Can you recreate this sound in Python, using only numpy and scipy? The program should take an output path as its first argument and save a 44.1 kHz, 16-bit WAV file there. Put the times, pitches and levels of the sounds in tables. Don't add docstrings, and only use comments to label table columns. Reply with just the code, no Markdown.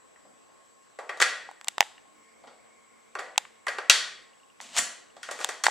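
import sys
import numpy as np
from scipy import signal
from scipy.fft import rfft, irfft
from scipy.io import wavfile
from scipy.ndimage import uniform_filter1d

SR = 44100
rng = np.random.default_rng(int(sys.argv[2]) if len(sys.argv) > 2 else 0)


def put_to_file(sound):
    columns = np.atleast_2d(sound).T
    safe = np.clip(columns, -1, 1)
    whole_steps = np.round(safe * 32767)
    wavfile.write(sys.argv[1], SR, whole_steps.astype(np.int16))


N = 251678


def amp(db):
    return 10 ** (np.asarray(db) / 20)


def evened(x):
    return x / np.sqrt(np.mean(x ** 2) + 1e-20)


def read(points, hz):
    f, value = np.transpose(points)
    return np.interp(np.log(hz + 1), np.log(f + 1), value)


def pan(db):
    return amp([[db / 2], [-db / 2]])


def ring(x, hz, width):
    pole = np.exp((2j * hz - width) * np.pi / SR)
    return signal.lfilter([1], [1, -pole], x).imag


# start_s, level_db (usual peak of the middle band), then relative to it
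# bass_db, presence_db, treble_db, and contact_ms (time scale of the push)
KNOCKS = [(0.1594, -49.5, -4, -25, -25, 1.5), (0.2494, -69, 17, -16, -17, 7.8),
          (0.4894, -67.5, 16.5, -19, -9, 3.2), (0.9872, -34, 7, -12, -13, 6.9),
          (1.0919, -23, -4, -14, -20.5, 6.2), (1.1724, -46, 8.5, 3, 2, 2.5),
          (1.2002, -15, -8.5, -7, -11.5, 5.2), (1.2117, -17.5, -19, -4, -6.5, 11.7),
          (1.216, -11.5, -5.5, -13, -5.5, 2.94), (1.2226, -5, -27.5, -4, -8.5, 2.34),
          (2.4354, -61.5, 15.5, -1, -14, 11), (2.4713, -52, 9.5, 1.5, -14.5, 8.2),
          (2.5094, -59.5, 10, -4.5, -15, 3.7), (2.6694, -59, 5, -30, -15, 2),
          (3.1517, -25.5, 2, -16, -17, 3.65), (3.1876, -33, -1, 0.5, -23.5, 2.9),
          (3.1916, -25, -0.5, -19, -11.5, 4.3), (3.6668, -16.5, -8.5, -20, -16.5, 3.5),
          (3.6814, -19.5, -8, -9.5, -11.5, 5.9), (3.7838, -22.5, -3, -11, -17.5, 4.9),
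          (3.8975, -1.5, -14, 4.5, 0, 2.07), (4.6114, -42.5, -4.5, 0, 7.5, 2.9),
          (4.7656, -22.5, -49, -4, 1, 2.5), (4.7744, -21.5, -26, -7, 3, 3.6), (4.7824, -31, -2, 4, 14, 9.6),
          (4.7895, -18.5, -12.5, -8, 4.5, 1.35), (5.1657, -50.5, 9, 3, -3, 3.6),
          (5.23, -28, -37, -4.5, -6.5, 3.6), (5.2869, -27, -3, -19, -22, 5.7),
          (5.3104, -33.5, 4, 1, 3, 5.9), (5.3892, -29, -6, -20, -9, 3.7), (5.402, -38, 10.5, -16, 1, 5.2),
          (5.4116, -30, -18, -5, -6, 3.8), (5.4889, -23.5, -3.5, -4, -3, 3.9),
          (5.6366, -17.5, -10, -5.5, -0.5, 5.8), (5.6544, -21.5, -10, -5, -3, 6.3)]
# pitch_hz, width_hz, level_db (height of the resonance)
PLASTIC_MODES = [(503, 201, -2.5), (755, 344, -4.5), (1162, 130, 0), (1461, 220, 0.5), (1663, 170, 0),
                 (1898, 100, 5), (2590, 880, -7), (3320, 250, -1), (3776, 510, -7), (4470, 280, -1.5),
                 (5760, 1100, -5.5), (7320, 890, -2.5), (9100, 1500, -9.5), (12500, 3500, -27)]


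def plastic_knocks():
    return strikes(KNOCKS, PLASTIC_MODES, clean=0.19, side_db=1.1, wet_db=-7.0, thump_db=-36)


# delay_ms, level_db
ECHOES = [(5., -9.5), (7.5, -12.5), (12., -13), (17.5, -17.5)]


def first_reflections(knocks):
    early = np.zeros_like(knocks)
    for k, (ms, db) in enumerate(ECHOES):
        facing = knocks[::(-1) ** k]
        early += amp(db) * np.roll(facing, round(ms * SR / 1000), 1)
    return early


# start_s, level_db, bass_db, presence_db, treble_db, contact_ms, as for the knocks
BUTTONS = [(1.4895, -42, 17.5, -15, -27, 1.4), (1.5127, -47, 12.5, -7, 1, 2.3),
           (1.6118, -35, -13, -2.5, -6.5, 1.47), (1.6447, -41, -3, 2.5, 7, 1.18),
           (1.672, -38, -5, 0, -16, 4.5), (1.6828, -18.5, -11, 2.5, 3, 2.26),
           (1.7811, -22.5, 8, 4, -5, 1.24), (1.8064, -0.5, -6.5, 2.5, 1, 0.5),
           (1.8155, -20.5, -0.5, -7.5, -19, 1.2), (1.8265, -26, 5.5, -3.5, -22, 1.46),
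           (1.9804, -43, -19.5, -10, -22, 1.1), (2.0552, -55, 10, -14, -22, 1.18),
           (3.3585, -31, -13, -19, -32, 2.9), (3.378, -10.5, -10.5, -0.5, -1.5, 2.84),
           (3.4505, -28, -19, -22, -26, 2.3), (4.6025, -31.5, -1.5, -6.5, -20.5, 1.1),
           (5.445, -17, -1, 1.5, 2.5, 1.66), (5.6658, -11, 3, 4, -10, 2.26),
           (5.682, -27, 16, -21, -25, 2.6)]
# pitch_hz, width_hz, level_db
SHELL_MODES = [(809, 163, 0), (1320, 610, -8), (1890, 360, -4), (2800, 750, -6.5), (3670, 600, -5),
               (5020, 530, -8), (6230, 790, -7.5), (7460, 580, -2), (8900, 1000, -9.5),
               (11200, 2900, -18.5)]


def camera_buttons():
    return strikes(BUTTONS, SHELL_MODES, clean=0.37, side_db=.2, wet_db=-28, thump_db=-38)


BAND_HZ = [170, 700, 1800, 3800, 7500]
SIDE_DB = [-15, -10, -11.5, -11.5, -8]
WETTER_WHEN_SOFT = 0.14
THUMP_GROWTH = 0.31


def strikes(rows, modes, clean, side_db, wet_db, thump_db):
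    size, lead = 4096, 512
    t, hz = (np.arange(size) - lead) / SR, np.fft.rfftfreq(size, 1 / SR)
    direct, sent = np.zeros((2, N + size)), np.zeros(N + size)
    impulse = (t == 0).astype(float)
    body = sum((-1) ** k * amp(db) * w * ring(impulse, f, w) for k, (f, w, db) in enumerate(modes))
    shares = []
    for one in np.eye(len(BAND_HZ)):
        slope = read(list(zip(BAND_HZ, one)), hz)
        shares.append(np.sin(np.pi / 2 * slope) ** 2)
    bands = irfft(rfft(body) * np.array(shares))
    share = np.clip(clean, 0, 1)
    for s, db, bass, presence, treble, ms in rows:
        u = np.arange(size) / SR * 1000 / max(ms, .1)
        force = np.sqrt(u) * np.exp(-2 * u)
        energy = np.linalg.norm(force)
        typical = 2 * np.sqrt(signal.fftconvolve(bands ** 2, force[None] ** 2).max(1))
        colour_db = [thump_db + THUMP_GROWTH * db, bass, 0, presence, treble]
        weights = amp(db) * amp(colour_db) / typical
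        tap = weights @ bands

        noise, side_noise = rng.standard_normal((2, size))
        chatter = np.sqrt(1 - share ** 2) * noise * force
        chatter[force.argmax()] += share * energy
        mid = signal.fftconvolve(chatter, tap)[:size]
        apart = signal.fftconvolve(side_noise * force, weights * amp(SIDE_DB) @ bands)[:size]

        at = round(s * SR) - lead
        direct[:, at:at + size] += pan(side_db) * [mid + apart, mid - apart]
        sent[at:at + size] += amp(wet_db - WETTER_WHEN_SOFT * db) * energy * tap
    return direct[:, :N], sent[:N]


# pitch_hz, t60_s
ROOM_DECAY = [(200, 0.84), (530, 0.62), (1390, 0.53), (1900, 0.57), (3680, 0.52), (9000, 0.41),
              (14000, 0.26)]
# pitch_hz, level_db
ROOM_SIDE = [(60, 1), (180, -9), (550, -10), (1650, -11), (4970, -10), (15000, 4)]


def room(x):
    out, turn = np.zeros((2, N)), 2 * np.pi * 3.1 * np.arange(N) / SR
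    for k in range(3):
        taps = np.zeros((2, SR))
        at = np.arange(200, SR - 20, 10) + rng.integers(0, 10, (2, (SR - 211) // 10))
        np.put_along_axis(taps, at, rng.choice([-1., 1.], at.shape), 1)
        hz, t, z = signal.stft(taps, SR, nperseg=256)
        z = z * amp(-60 * t / read(ROOM_DECAY, hz)[:, None])
        z[1] *= amp(read(ROOM_SIDE, hz))[:, None]
        mid, side = signal.istft(z, SR, nperseg=256)[1]
        tail = np.array([mid + side, mid - side]) / np.linalg.norm(mid)
        share = np.sqrt(2 / 3) * np.cos(turn + 2 * np.pi * k / 3)
        out += signal.fftconvolve((x * share)[None], tail, axes=1)[:, :N]
    return out * pan(0.77)


# peak_s, level_db (RMS at the peak), rise_s, fall_s (each across STROKE_DB)
SLIDES = [(4.62, -48.5, 0.038, 0.42), (4.785, -21, 0.051, 0.017), (5.25, -50.5, 0.062, 0.67),
          (5.42, -41, 0.064, 0.17)]
# (per Hz, relative)
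SLIDE_COLOUR = [(300, -29), (700, 0.5), (1500, -6.5), (3000, 0), (5000, -4), (8000, -3.5), (11000, -24.5),
                (15000, -33)]


def plastic_slides():
    return rubbing(swells(SLIDES), SLIDE_COLOUR, uneven_db=2.05)


# peak_s, level_db, rise_s, fall_s, as for the slides
SHIFTS = [(.256, -63.5, .07, 0.25), (2.084, -68, 0.075, 0.029), (2.164, -76.5, .1, .25),
          (2.462, -65, 0.062, 0.3), (4.63, -64.5, 0.067, 0.44), (4.82, -53.5, 0.196, 0.071),
          (4.886, -64, 0.045, .15), (5.33, -68.5, .6, 0.94)]
# (per Hz, relative)
SOFA_COLOUR = [(60, -25), (130, -10), (250, 6.5), (400, -6.5), (800, -46)]


def sofa_shifts():
    return rubbing(swells(SHIFTS), SOFA_COLOUR, uneven_db=3.0)


# start_s, stop_s, edge_s, drift_db (from start to stop)
MOAN_SPAN = (2.096, 2.246, 0.028, 1.57)
# (per Hz, relative)
MOAN_COLOUR = [(260, -45), (305, 4.5), (350, -42)]
MOAN_DB = -66


def low_moan():
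    return rubbing(amp(MOAN_DB) * held(*MOAN_SPAN), MOAN_COLOUR, uneven_db=3.5)


def rubbing(level, spectrum, uneven_db):
    hz = np.fft.rfftfreq(N, 1 / SR)
    strength_db = uneven_db * rng.exponential(1, N // 64 + 1).repeat(64)[:N]
    slips = rng.standard_normal(N) * amp(strength_db)
    return level * evened(irfft(rfft(slips) * amp(read(spectrum, hz)), N))


STROKE_DB = 30


def swells(rows):
    t = np.arange(N) / SR
    return sum(amp(db - STROKE_DB * np.maximum((s - t) / rise, (t - s) / fall)) for s, db, rise, fall in rows)


def held(start, stop, edge, drift_db):
    t = np.arange(N) / SR
    fade = np.clip(np.minimum(t - start, stop - t) / edge, 0, 1) ** 2
    return fade * amp(drift_db * (t - start) / (stop - start))


# start_s, stop_s, edge_s, drift_db (from start to stop)
ZOOM_SPAN = (2, 4.5, 0.2, -5.5)
# pitch_hz, level_db (before ZOOM_GAIN_DB and the drift)
ZOOM_HUM = [(226, -80.5), (452, -79.5)]
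GEARS_HZ, GEARS_WIDTH_HZ, GEARS_DB = 2177, 280, -71
ZOOM_GAIN_DB = 3.5


def zoom_motor():
    t, motor = np.arange(N) / SR, np.zeros(N)
    for hz, db in ZOOM_HUM:
        level = amp(db + 1.2 * slow()) * np.sqrt(2)
        motor += level * np.sin(2 * np.pi * hz * t + 0.43 * slow())
    gears = amp(GEARS_DB) * fuzzy(GEARS_HZ, GEARS_WIDTH_HZ)
    return (motor + gears) * amp(ZOOM_GAIN_DB) * held(*ZOOM_SPAN)


def fuzzy(hz, width):
    return evened(ring(ring(rng.standard_normal(N), hz, width), hz, width))


def slow():
    return evened(uniform_filter1d(uniform_filter1d(rng.standard_normal(N), 1500), 1500))


# pitch_hz, level_db (before the trim below), left_minus_right_db, flutter_db
WHINE = [(721, -93, -3.5, 2.5), (1080, -66.5, 0.5, 2.5), (1443, -90.5, 5, -0.5), (7709, -66, 6.5, 1.)]
WHINE_TRIM_DB, WHINE_SINKS_DB_PER_S = -2, -0.62


def tape_whine():
    t, tones = np.arange(N) / SR, np.zeros((2, N))
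    for hz, db, side, flutter_db in WHINE:
        level = amp(db + flutter_db * slow()) * np.sqrt(2)
        tones += pan(side) * level * np.sin(2 * np.pi * hz * t + 0.26 * slow())
    return tones * amp(WHINE_TRIM_DB + WHINE_SINKS_DB_PER_S * t)


# start_s, level_db (of the impulse)
TICKS = [(1.979, -46.5), (4.3341, -52), (4.4006, -53.5), (4.4333, -52.5), (4.5007, -51), (5.068, -54),
         (5.102, -52)]
TICK_HZ, TICK_WIDTH_HZ = 2830, 96


def faint_ticks():
    clicks = np.zeros(N)
    for s, db in TICKS:
        clicks[round(s * SR)] = amp(db)
    return ring(clicks, TICK_HZ, TICK_WIDTH_HZ)


# (per Hz, relative)
HISS_COLOUR = [(12, -64.5), (20, -34), (229, -5), (503, -3), (630, -5.5), (932, -10.5), (1070, -4.5),
               (1310, -11.5), (1730, -10.5), (4360, -21.5), (7220, -21.5), (7860, -16), (8550, -23.5),
               (15000, -41), (16300, -43)]
# pitch_hz, likeness (1 same, 0 unrelated, -1 opposite)
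HISS_LIKENESS = [(60, 0.1), (150, -0.77), (380, -0.81), (950, 0.022), (2380, -0.11), (5980, 0.77),
                 (15000, 0.28)]
HISS_DB = -63.5


def hiss():
    return amp(HISS_DB) * coloured(HISS_COLOUR, HISS_LIKENESS, patchy_db=1.5)


def coloured(spectrum, likeness, patchy_db):
    hz = np.fft.rfftfreq(1024, 1 / SR)
    a, b, c, d, patches = rng.standard_normal((N // 256 + 5, 513, 5)).T
    patches = evened(uniform_filter1d(uniform_filter1d(patches, 10, 0), 12, 1))
    same = np.clip(read(likeness, hz), -1, 1)[:, None]
    left = a + 1j * b
    right = same * left + np.sqrt(1 - same ** 2) * (c + 1j * d)
    z = np.array([left, right]) * amp(read(spectrum, hz)[:, None] + patchy_db * patches)
    x = signal.istft(z, nperseg=1024, noverlap=768)[1][:, :N]
    return x / x.mean(0).std()


def scene():
    knocks, far = plastic_knocks()
    buttons, near = camera_buttons()
    slides = plastic_slides()
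    blows = knocks + first_reflections(knocks) + buttons
    rubs = slides * pan(0.98) + sofa_shifts() + low_moan()
    reverb = room(far + near + amp(-7.5) * slides)
    camera = zoom_motor() + tape_whine() + faint_ticks() + hiss()
    return blows + rubs + reverb + camera


EDGE_HZ = 16400


def record(dry):
    taps = signal.firwin(511, EDGE_HZ, window=("kaiser", 9), fs=SR)
    overloaded = np.clip(dry, -.92, .92)
    return np.clip(signal.oaconvolve(overloaded, taps[None], "same"), -1, 1)


dry = scene()
out = record(dry)
put_to_file(out)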